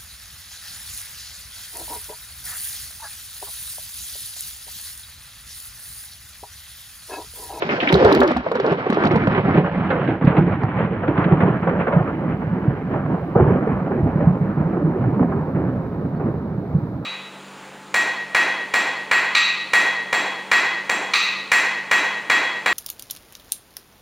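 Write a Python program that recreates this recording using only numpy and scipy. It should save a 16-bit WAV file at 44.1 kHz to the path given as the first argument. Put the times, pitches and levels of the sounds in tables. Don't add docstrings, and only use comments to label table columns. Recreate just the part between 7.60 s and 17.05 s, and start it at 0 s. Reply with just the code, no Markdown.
import sys
import numpy as np
from scipy import signal
from scipy.fft import rfft, irfft, next_fast_len
from scipy.io import wavfile
from scipy.ndimage import uniform_filter1d

SR = 44100
rng = np.random.default_rng(int(sys.argv[2]) if len(sys.argv) > 2 else 0)


def digitize_waveform(pressure):
    field = np.atleast_2d(pressure).T
    bounded = np.clip(field, -1, 1)
    quanta = np.round(bounded * 32767).astype(np.int16)
    wavfile.write(sys.argv[1], SR, quanta)


def field_ratio(decibels):
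    return 10 ** (np.asarray(decibels, dtype=float) / 20)


N = 416744
T = np.arange(N) / SR
COARSE = T[::32]


def unit(x):
    return x / np.sqrt(np.mean(x ** 2) + 1e-30)


def shape(x, points):
    hz, db = np.transpose(points)
    size = 2 * next_fast_len(x.shape[-1] // 2 + 1)
    f = np.maximum(np.fft.rfftfreq(size, 1 / SR), 1)
    gain = field_ratio(np.interp(np.log(f), np.log(hz), db))
    cepstrum = irfft(np.log(gain), size)
    cepstrum[1:size // 2] *= 2
    cepstrum[size // 2 + 1:] = 0
    return irfft(rfft(x, size) * np.exp(rfft(cepstrum)), size)[..., :x.shape[-1]]


def tint(group, points):
    out = shape(group, points)
    return out * np.sqrt(np.mean(group ** 2) / np.mean(out ** 2))


def walk(rate_hz):
    held = rng.standard_normal(2000)[(COARSE * rate_hz).astype(int)]
    k = int(len(COARSE) / COARSE[-1] / rate_hz)
    return 1.37 * uniform_filter1d(uniform_filter1d(held, k), k)


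def add(out, s, piece):
    at = max(int(s * SR), 0)
    angle = np.linspace(0, np.pi / 2, piece.shape[1]) ** 4 / (np.pi / 2) ** 3
    piece = piece * np.cos(angle) ** 2
    out[:, at:at + piece.shape[1]] += piece[:, :N - at]


def pair(s, wave, lag_ms, length_s):
    lag_s = lag_ms[int(s * SR)] / 1000
    t = np.arange(int(length_s * SR)) / SR - .001 + np.array([[-lag_s / 2], [lag_s / 2]])
    return wave(np.maximum(t, 0))


def shocks(length, count, scatter_db, lag_ms, spread_ms):
    chance = rng.standard_normal((count, 2))
    at = np.sort(rng.random(count)) * (length - 1)
    size = np.sign(chance[:, 0]) * field_ratio(scatter_db * np.abs(chance[:, 0]))
    lag = (np.interp(at, np.arange(length), lag_ms) + spread_ms * chance[:, 1]) * SR / 1000
    out = np.zeros((2, length))
    for row, place in zip(out, np.clip((at + lag / 2, at - lag / 2), 0, length - 2)):
        whole = place.astype(int)
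        part = place - whole
        row += np.bincount(whole, size * (1 - part), length)
        row += np.bincount(whole + 1, size * part, length)
    return out


def cluster(s, t60_s, lag_ms, lead):
    t = T[:SR // 4] - .01
    lag = lag_ms[int(s * SR)]
    group = shocks(len(t), count=1500, scatter_db=3.5, lag_ms=np.full(len(t), lag), spread_ms=0.1)
    rise_s = 0.00067 * s + 1 / SR
    group = unit(group) * np.clip(t / rise_s, 0, 1) * field_ratio(-60 * t / max(t60_s, .02))
    half_lag = int(round(lag * SR / 2000))
    group[(0, 1), SR // 100 + 20 + np.array([1, -1]) * half_lag] += lead
    return group


def hush():
    # time in s, level in dB.
    hush_level = [(0, -74), (.35, -76), (.9, -93), (1.6, -97), (2.2, -93), (2.9, -82.5), (3.3, -86),
                  (3.5, -80), (4.3, -76.5), (9.45, -75.5)]
    # frequency in Hz, density in dB per Hz.
    hush_colour = [(600, -23), (2000, 5), (3000, 0), (3900, 7.5), (5000, -1), (7500, -11), (9700, -11.5),
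                   (14500, -3.5), (15800, -4.5)]
    s, db = np.transpose(hush_level)
    noise = unit(shape(rng.standard_normal((2, N)), hush_colour))
    steady = field_ratio(-85.0) * rng.standard_normal((2, N))
    level_db = np.interp(COARSE, s, db) + 11.5 + 0.57 * walk(8.2)
    return noise * np.interp(T, COARSE, field_ratio(level_db)) + steady


def bird():
    # start in s, level in dB, pitch in Hz.
    calls = [
        (5.54, -84, 8800),
        (5.87, -74, 8800),
        (6.055, -72, 9000),
        (6.43, -69.5, 8900),
        (8.555, -64, 4350),
    ]
    out, t = np.zeros((2, N)), T[:SR // 30]
    for s, db, hz in calls:
        high = hz > 6000
        partials = (1, 1.24) if high else (1,)
        tone = sum(np.sin(2 * np.pi * k * hz * t * (1 - .8 * t * high)) for k in partials)
        add(out, s, field_ratio(db) * np.hanning(len(t)) * tone * np.ones((2, 1)))
    return out


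def heights():
    # time in s, level in dB.
    channel = [(0, -18), (.03, -7), (.29, 3), (.87, -4), (1.24, -3.5), (1.4, 1.5), (2.0, -0.5), (2.9, -2.5),
               (3.42, -1.5), (3.6, 5.5), (4.16, 3), (4.76, 0), (5.7, -0.5), (5.9, 4.5), (7.0, 1.5),
               (7.9, 3), (8.3, -1), (9.45, -1.5)]
    # peak in s, lift in dB, fall in s.
    swells = [(.4, 16.5, 0.41), (1.079, 23, 0.14), (1.32, 10.5, 0.38), (1.891, 16, 0.14), (2.79, 5.5, 0.19),
              (3.5, 5.5, 0.091), (5.53, 8, 0.14), (5.809, 16, 0.25), (6.34, 4, 0.42), (6.62, 7.5, 0.19),
              (7.03, 7.5, 0.12), (7.19, 1.5, 0.15), (7.61, 7, 0.2), (8.0, 7.5, 0.2), (8.64, 4, 0.23)]
    # level in dB, loss to the air in dB per s, share of strength, share of a swell.
    layers = [
        (-23, 0.16, 0.36, 0.34),
        (-27, 0.32, .9, 0.77),
        (-25, 1.5, 1.05, 0.31),
        (-33, 3.5, 0.67, 0.31),
    ]
    swell_rise_s = 0.067
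    strength = np.interp(COARSE, *np.transpose(channel))
    swell = sum(np.interp(COARSE, (s - swell_rise_s, s, s + fall_s), (0, db, 0)) for s, db, fall_s in swells)
    out = np.array([db - loss * COARSE + a * strength + b * swell for db, loss, a, b in layers])
    deep_arrives_s, deep_rise_s = 1.384, 0.16
    out[0] += -12.5 * np.clip((deep_arrives_s - COARSE) / deep_rise_s + .5, 0, 1)
    return out


def roll(lag_ms):
    height_hz = (125, 420, 1200, 3000)
    # frequency in Hz, density in dB per Hz.
    roll_colour = [(13, -59), (22, -33), (43, -24.5), (119, -6), (171, -2.5), (228, -6.5), (388, -11),
                   (1570, -20.5), (1950, -23), (3010, -34.5), (3740, -39.5), (4540, -41.5), (6100, -54.5),
                   (7000, -70), (9100, -111), (15400, -120)]
    colour_hz, colour_db = np.transpose(roll_colour)

    def band_db(hz):
        return np.interp(np.log(hz), np.log(colour_hz), colour_db) + 10 * np.log10(hz)

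    height_db = heights() - np.array([[band_db(hz)] for hz in height_hz])
    size = next_fast_len(N)
    octaves = np.log2(np.maximum(np.fft.rfftfreq(size, 1 / SR), 1))
    train = rfft(shocks(N, count=40000, scatter_db=2.5, lag_ms=lag_ms, spread_ms=0.1), size)
    surge_db = (2.6 - .2 * COARSE) * walk(38)
    out = 0
    for hz in 25 * 2 ** np.arange(0, 8.4, .4):
        window = np.cos(np.pi / 2 * np.clip((octaves - np.log2(hz)) / .4, -1, 1)) ** 2
        band = unit(irfft(train * window, size)[:, :N])
        place = np.interp(np.log(hz), np.log(height_hz), np.arange(4))
        k = min(int(place), 2)
        db = height_db[k] + (place - k) * (height_db[k + 1] - height_db[k])
        db -= max(np.log2(hz / height_hz[-1]), 0) * (9.9 * COARSE - 5.0)
        flutter_db = np.clip(3.8 - 1.3 * abs(np.log(hz / 400)), .5, 6) * (1 - COARSE / 25) * walk(30)
        db += band_db(hz) - 9.5 + surge_db + flutter_db
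        out = out + band * np.interp(T, COARSE, field_ratio(db))
    return out


def booms(lag_ms):
    # start in s, peak in dB, length in cycles.
    ground_thumps = [(.331, -3.5, 1.34), (1.115, -13, 1.9), (1.561, -8.5, 1.8), (1.679, -2.5, 0.73),
                     (1.778, -10.5, 1.3), (1.907, -6.5, 1.3), (1.977, -4, 1.74), (2.651, -1, 0.62),
                     (2.674, 2, 0.99), (2.783, 0, 1.34), (3.583, -10, 1.9), (3.659, -4, 1.5),
                     (3.72, 0, 1.7), (3.833, -2.5, 0.72), (3.901, -11, 2), (4.362, -3.5, 1.55),
                     (5.763, -2, 0.82), (5.978, -17, 1.5), (6.43, -6, 1.8), (6.455, -10, 1.1),
                     (6.558, -4, 1), (6.672, 2, 1.45), (6.728, -9, 1.4), (6.809, -5, 1.75),
                     (6.968, -16, 2.6), (7.053, -8.5, 2.2), (7.237, -8, 2.9), (7.275, -8, 2),
                     (7.81, -15, 1.8), (9.147, -5, 1.94)]
    # start in s, peak in dB,
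    # pitch in Hz, length in cycles.
    thuds = [(.33, -17.5, 78.6, 1.5), (0.448, -11.5, 95, 0.91), (.58, -27, 75, 1.8), (.597, -8.5, 265, 3.5),
             (.706, -13, 248, 2.9), (.764, -9, 252, 1.85), (.74, -27.5, 71, 2.7), (1.3, -6.5, 232, 1.1),
             (1.447, -11, 226, 2), (1.655, -22, 96.9, 1.24), (1.878, -9, 199, 1.7), (2.485, -23, 144, 1),
             (2.645, -2, 221, .76), (2.784, -19, 86.1, 0.7), (3.038, -7, 132, 1), (3.722, -20, 82.5, 1.2),
             (4.362, -24, 108, 1.1), (4.9, -15, 200.3, 2.9), (5.08, -2.5, 145, 0.98),
             (5.454, -11.5, 152, 0.96), (5.8, -9, 91, 1.6), (5.825, -3, 151, 1), (6.12, -27, 74, 1.9),
             (6.426, -18, 86, 1.7), (6.428, -10.5, 111, 1.86), (6.64, -21.5, 85.6, 1.3),
             (7.387, -17.5, 131, 2.1), (7.945, -12, 134, 1.1), (8.874, -24, 147, 3.4),
             (9.132, -18, 102, 2.4),
             (1.75, -15, 164, 1.6), (1.939, -8.5, 186, 1.6), (2.009, -10.5, 175, 2),
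               (2.165, -12.5, 180, 2.1), (2.619, -11, 178, 1.7), (2.809, -5.5, 172, 1.4),
               (2.838, -14, 175, 1.6), (2.869, -15.5, 137, 1.3), (4.339, -10, 161, 1.3),
               (4.398, -12.5, 135, 1.5), (4.619, -22, 147, 1.6), (4.876, -17, 132, 1.3),
               (4.926, -12, 173, 1.4), (5.239, -16, 185, 1.6), (6.459, -9, 280, 1.9),
               (7.449, -11, 129, 2.1), (7.619, -10, 280, 1.9), (7.745, -17, 166, 1.6),
               (7.97, -13, 160, 1.1), (8.699, -17, 137, 1.6)]
    # s, dB, Hz, cycles.
    hums = [(.34, -7.5, 431, 6.5), (.37, -8.5, 400, 5), (.415, -8, 520, 7), (.44, -5, 450, 6.3),
            (.465, -6, 418, 6), (.53, -9, 390, 5.6), (.6, -11, 410, 5.5), (.625, -10.5, 399, 9),
            (.665, -11, 338, 5.8), (5.88, -7.5, 175, 1.8), (5.92, -11, 190, 1.6), (6.03, -13.5, 169, 1.8),
            (6.09, -12.5, 168, 2.2), (6.21, -13, 174, 2.2), (6.33, -18, 410.4, 9.4), (6.37, -16, 377, 8.4),
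            (7.33, -19.5, 400, 10.3), (7.6, -14, 269, 4), (.98, -16, 418, 8)]
    # start in s, peak in dB, pitch in Hz.
    rings = [(0.022, -23, 427), (0.179, -18, 527), (0.226, -16, 278), (0.271, -9, 293), (0.329, -5, 413),
             (0.421, -9, 428), (0.52, -2, 305), (0.594, -13, 388), (0.767, -11.5, 285), (0.915, -14, 482),
             (0.952, -17, 517), (0.999, -16, 458), (1.044, -6.5, 496), (1.12, -4.5, 408), (1.185, -13, 498),
             (1.265, -12, 396), (1.302, -9, 398), (1.371, -9, 412), (1.471, -12, 317), (1.51, -6, 356),
             (1.555, -6, 496), (1.653, -10.5, 290), (1.878, -7, 300), (1.945, -5, 332), (1.974, -3.5, 326),
             (2.304, -11, 511), (2.365, -12, 517), (2.481, -14, 290), (2.611, -13, 280), (2.674, -10, 296),
             (2.871, -14, 318), (3.482, -8.5, 298), (3.586, -11, 312), (3.657, -13.5, 332),
             (3.719, -8.5, 323), (3.804, -16.5, 484), (4.071, -10, 498), (5.335, -15.5, 291),
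             (5.457, -18, 270), (5.755, -8, 415), (5.803, -0.5, 374), (5.905, -5.5, 417), (5.975, -13, 285),
             (6.072, -7, 452), (6.311, -8, 392), (7.171, -8, 355), (7.22, -8, 296), (7.272, -11, 310),
             (7.361, -10, 382), (7.596, -6, 274)]
    ground_hz, ring_db, ring_cycles = 169.5, -3.5, 2.58
    echo_s, echo_db = .028, -8.5
    swings = [(s, db, ground_hz, cycles) for s, db, cycles in ground_thumps] + thuds + hums
    swings += [(s, db + ring_db, hz, ring_cycles) for s, db, hz in rings]
    out = np.zeros((2, N))
    for s, db, hz, cycles in swings:
        tau = cycles / hz

        def wave(t):
            envelope = (t / tau) ** 2 * np.exp(2 - 2 * t / tau)
            return envelope * np.sin(2 * np.pi * hz * t * (1 - 1.3 * t))

        thump = field_ratio(db - 3.0) * pair(s, wave, lag_ms, length_s=.16)
        add(out, s - .004, thump)
        add(out, s - .004 + echo_s, field_ratio(echo_db) * thump)
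    return out


def claps(lag_ms):
    # start in s, peak in dB, pitch in Hz, edge in dB over the peak.
    near_claps = [(.023, -11.5, 400, -4.5), (.092, -11.5, 405, -8), (.135, -13, 372, -26),
                  (.18, -14.5, 513, -26), (.228, -9.5, 320, -18), (.303, -6.5, 387, -9),
                  (.326, -1, 325, -7.5), (.353, 1, 470, -41), (.425, -4, 530, -25), (.475, -1, 430, -24),
                  (.519, -2, 369, -12), (.544, -3, 377, -15), (.593, -5, 400, -34), (.64, -9, 388, -16),
                  (.709, -7, 538, -19), (.765, -7, 775, -12), (.864, -8.5, 523, -29),
                  (.916, -7.5, 480, -19), (.954, -6.5, 506, -19), (1.0, -5.5, 458, -11.5),
                  (1.12, -10.5, 410, -27), (1.265, -10, 423, -26), (1.302, -3.5, 387, -13),
                  (1.326, -4, 413, -11), (1.371, -8, 420, -40), (1.439, -10, 423, -6), (1.467, -6, 700, -7),
                  (1.51, -10, 370, -7), (1.559, -4, 450, -13.5), (1.672, -7.5, 520, -11)]
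    # s, dB, Hz, dB.
    far_claps = [(1.749, -10, 380, -7.5), (1.853, -30, 395, -19.5), (1.974, -4.5, 332, -13),
                 (2.046, -13, 573, -20), (2.305, -9.5, 503, -9), (2.477, -11.5, 333, -11),
                 (2.612, -18.5, 452, -11), (2.672, -13, 478, -5.5), (2.768, -6, 336, -13),
                 (3.033, -18, 730, -20), (3.189, -20, 485, -3), (3.434, -13, 534, -17),
                 (3.478, -8.5, 333, -17), (3.64, -17, 400, -9), (3.721, -6, 343, -17),
                 (3.804, -11, 484, -8), (4.027, -20, 330, -8), (4.074, -9, 517, -16),
                 (4.199, -15, 517, -4.5), (4.27, -10, 500, -13), (4.325, -12, 604, -10.5),
                 (5.542, -14.5, 485, -23), (5.8, -0.5, 360, -23), (5.904, -14, 411, -25),
                 (6.312, -8.5, 406, -29), (7.17, -9, 376, -26.5), (7.595, -7.5, 399, -25),
                 (7.618, -5.5, 333, -25.5), (7.95, -18, 342, -13), (8.6, -17, 403, -17)]
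    # start in s, peak in dB, pitch in Hz, edge in dB over the peak, t60 in s.
    long_claps = [
        (.449, -1, 473, -19, .2),
        (.617, -1.5, 577, -17, .2),
        (1.045, -9, 500, -19, 0.42),
        (3.57, -17, 393, -7, .45),
        (5.335, -15, 612, -16, 0.39),
        (5.751, -9, 404, -31, 0.15),
        (5.753, -6, 480, -33, 0.39),
        (8.679, -16.5, 340, -21, 0.29),
    ]

    def lasting(rows, t60_s, s_per_edge_db):
        return [(*row, t60_s - 0.0173 * (row[1] + 10) + s_per_edge_db * (row[3] + 20)) for row in rows]

    groups = lasting(near_claps, 0.12, 0) + lasting(far_claps, 0.15, 0.03) + long_claps
    edge_t60_s = 0.33
    out = np.zeros((2, N))
    for s, db, hz, edge_db, t60_s in groups:
        group = cluster(s, t60_s, lag_ms, lead=7.0)
        body = tint(group, [(hz / 8, -90), (hz / 1.59, -22), (hz / 1.165, -7), (hz, 0), (hz * 1.1, -7),
                            (hz * 3, -18 - 0.29 * s), (hz * 8, -110)])
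        edge = tint(group, [(300, -91.0), (800, -14.5), (1500, 0.0), (2500, -5 - 0.53 * s),
                            (4000, -14 - 4.3 * s), (9000, -110)])
        edge_gain = field_ratio(edge_db + 3.0 - 60 * T[:SR // 4] / edge_t60_s)
        add(out, s - .0115, field_ratio(db - 8.0) * (body + edge_gain * edge))
    return out


def tears(lag_ms):
    # start in s, peak in dB, pitch in Hz, t60 in s.
    rips = [
        (0.0914, -15.5, 2120, 0.18),
        (0.2018, -15.5, 2660, 0.17),
        (0.23, -15.5, 2070, 0.061),
        (0.2729, -12, 2180, 0.18),
        (0.288, -13, 2970, 0.071),
    ]
    out = np.zeros((2, N))
    for s, db, hz, t60_s in rips:
        rip = tint(cluster(s, t60_s, lag_ms, lead=0),
                   [(hz / 3, -90), (hz / 1.7, -8), (hz, 0), (hz * 1.24, -5), (hz * 3.2, -60)])
        add(out, s - .01, field_ratio(db - 4.5) * rip)
    return out


def strikes(lag_ms):
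    # start in s, peak in dB, pitch in Hz, t60 in s.
    single_shocks = [(1.698, -15, 850, 0.065), (1.737, -15, 1040, 0.06), (1.777, -13.5, 1040, 0.06),
                     (1.852, -24, 1060, 0.06), (1.891, -13, 810, 0.068), (1.942, -13.5, 1230, 0.06),
                     (1.975, -12.5, 880, 0.05), (2.046, -19, 832, 0.06), (2.304, -11.5, 1310, 0.056),
                     (2.365, -19, 1010, 0.065), (2.415, -19, 1000, 0.06), (2.479, -19, 1010, 0.06),
                     (2.624, -17, 1010, 0.076), (2.672, -25, 970, 0.055), (2.709, -16, 1130, 0.088),
                     (2.772, -16, 807, 0.06), (2.782, -11, 810, 0.076), (3.034, -15.5, 1030, 0.046),
                     (3.436, -19, 974, 0.053), (3.48, -19.5, 1370, 0.06), (3.578, -16, 1360, 0.06),
                     (3.642, -15, 1380, 0.06), (3.722, -16, 966, 0.065), (4.03, -18.5, 985, 0.067),
                     (4.07, -17, 821, 0.054), (4.092, -14.5, 1146, 0.067), (4.278, -17, 1150, 0.081),
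                     (4.323, -13, 818, 0.071), (4.819, -18, 850, 0.06), (5.335, -23, 802, 0.055),
                     (5.458, -21, 1050, 0.06), (5.577, -20, 802, 0.074), (5.761, -20, 880, 0.06),
                     (6.073, -17, 883, 0.06), (6.315, -19, 883, 0.06), (6.605, -19.5, 958, 0.072),
                     (7.171, -21, 810, 0.06), (7.593, -22, 974, 0.06), (7.627, -15.5, 848, 0.06),
                     (7.722, -15, 855, 0.068)]
    out, t = np.zeros((2, N)), T[:SR // 16]
    for s, db, hz, t60_s in single_shocks:
        lag = np.full(len(t), lag_ms[int(s * SR)])
        spray = unit(shocks(len(t), count=250, scatter_db=5.0, lag_ms=lag, spread_ms=.12))
        spray *= np.minimum(t / .0012, 1) * field_ratio(-60 * t / t60_s)
        spray = tint(spray, [(hz / 5, -60), (hz / 1.8, -9), (hz, 0), (hz * 2.02, -10 - .8 * s),
                             (hz * 3.6, -27 - 3.8 * s), (8000, -110)])
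        add(out, s - .001, field_ratio(db - 6.0) * spray)
    return out


def cracks(lag_ms):
    # start in s, peak in dB, 3-6 kHz part in dB over the peak.
    fronts = [(0.3264, -30.5, 10), (.3414, -40, 23.5), (.3544, -41, 12), (0.4485, -37.5, 14),
              (0.525, -34, 15), (.5487, -32.5, 11.5), (.604, -33.5, 11.5), (.633, -44.5, 17),
              (.677, -44.5, 19.5), (0.714, -46, 15), (0.7686, -44, 14.5), (.917, -49, 14),
              (.954, -50, 17.5), (1, -49, 20), (1.0637, -55, 23.5), (1.1203, -50.5, 13), (1.301, -41.5, 11),
              (1.329, -50, 20), (1.345, -54, 20), (1.4376, -53, 20), (1.4524, -48.5, 21), (1.4716, -49, 19),
              (1.515, -54.5, 21), (1.5593, -47.5, 16), (1.672, -50, 17), (1.9766, -59, 13),
              (2.3045, -70, 21), (2.6497, -65.5, 24), (2.784, -68, 20), (3.0344, -72, 26)]
    out, length = np.zeros((2, N)), SR // 20
    t = T[:length]
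    for s, db, low_db in fronts:
        noise = rng.standard_normal((2, length))
        far_db = 6.0 * s + 0.59 * (-31.5 - db)
        lag = int(lag_ms[int(s * SR)] * SR / 1000)
        front = np.array([np.roll(noise[0], lag), noise[0]]) + 0.64 * noise[::-1]
        top = unit(shape(noise, [(4500, -52.5), (6500, 3.5), (9000, -4 - 0.35 * far_db),
                                 (12000, -4 - 0.36 * far_db), (16000, -2 - far_db)]))
        low = unit(shape(front, [(1800, -43.5), (3000, 7), (4500, 4.5), (6000, -8.5), (9000, -64.5),
                                 (14000, -100)]))
        top *= field_ratio(np.array([[-2.5], [2.5]])) * (np.exp(-t / 0.0017) + field_ratio(-13.5) * np.exp(-t / 0.01))
        low_decay = np.exp(-t / 0.0014) + field_ratio(-8.5) * np.exp(-t / 0.0091)
        low *= field_ratio(low_db) * np.minimum(t / 0.00043, 1) * low_decay
        add(out, s, field_ratio(db - 0.5) * (top + low))
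    return out


def scene():
    # time in s, lag of the left microphone in ms.
    bearing = [
        (0, 0.23),
        (1.7, 0.17),
        (2.6, -0.022),
        (4.5, -0.098),
        (7, -0.083),
        (9.45, -0.097),
    ]
    lag_ms = np.interp(T, *np.transpose(bearing))
    sky = hush() + bird() + roll(lag_ms) + booms(lag_ms)
    sky += claps(lag_ms) + tears(lag_ms) + strikes(lag_ms) + cracks(lag_ms)
    left_db = -2.02 + 1.3 * np.clip(1 - T / 2.1, 0, 1)
    return sky * field_ratio(np.array([left_db, -left_db]) / 2)


def band_limit(x):
    return signal.sosfilt(signal.butter(12, 16520, fs=SR, output="sos"), x)


def record(dry):
    rounded = dry / (1 + np.abs(dry) ** 8) ** (1 / 8)
    cut = shape(rounded, [(15800, 0), (15950, -70)])
    return band_limit(cut)


dry = scene()
out = record(dry)
digitize_waveform(out)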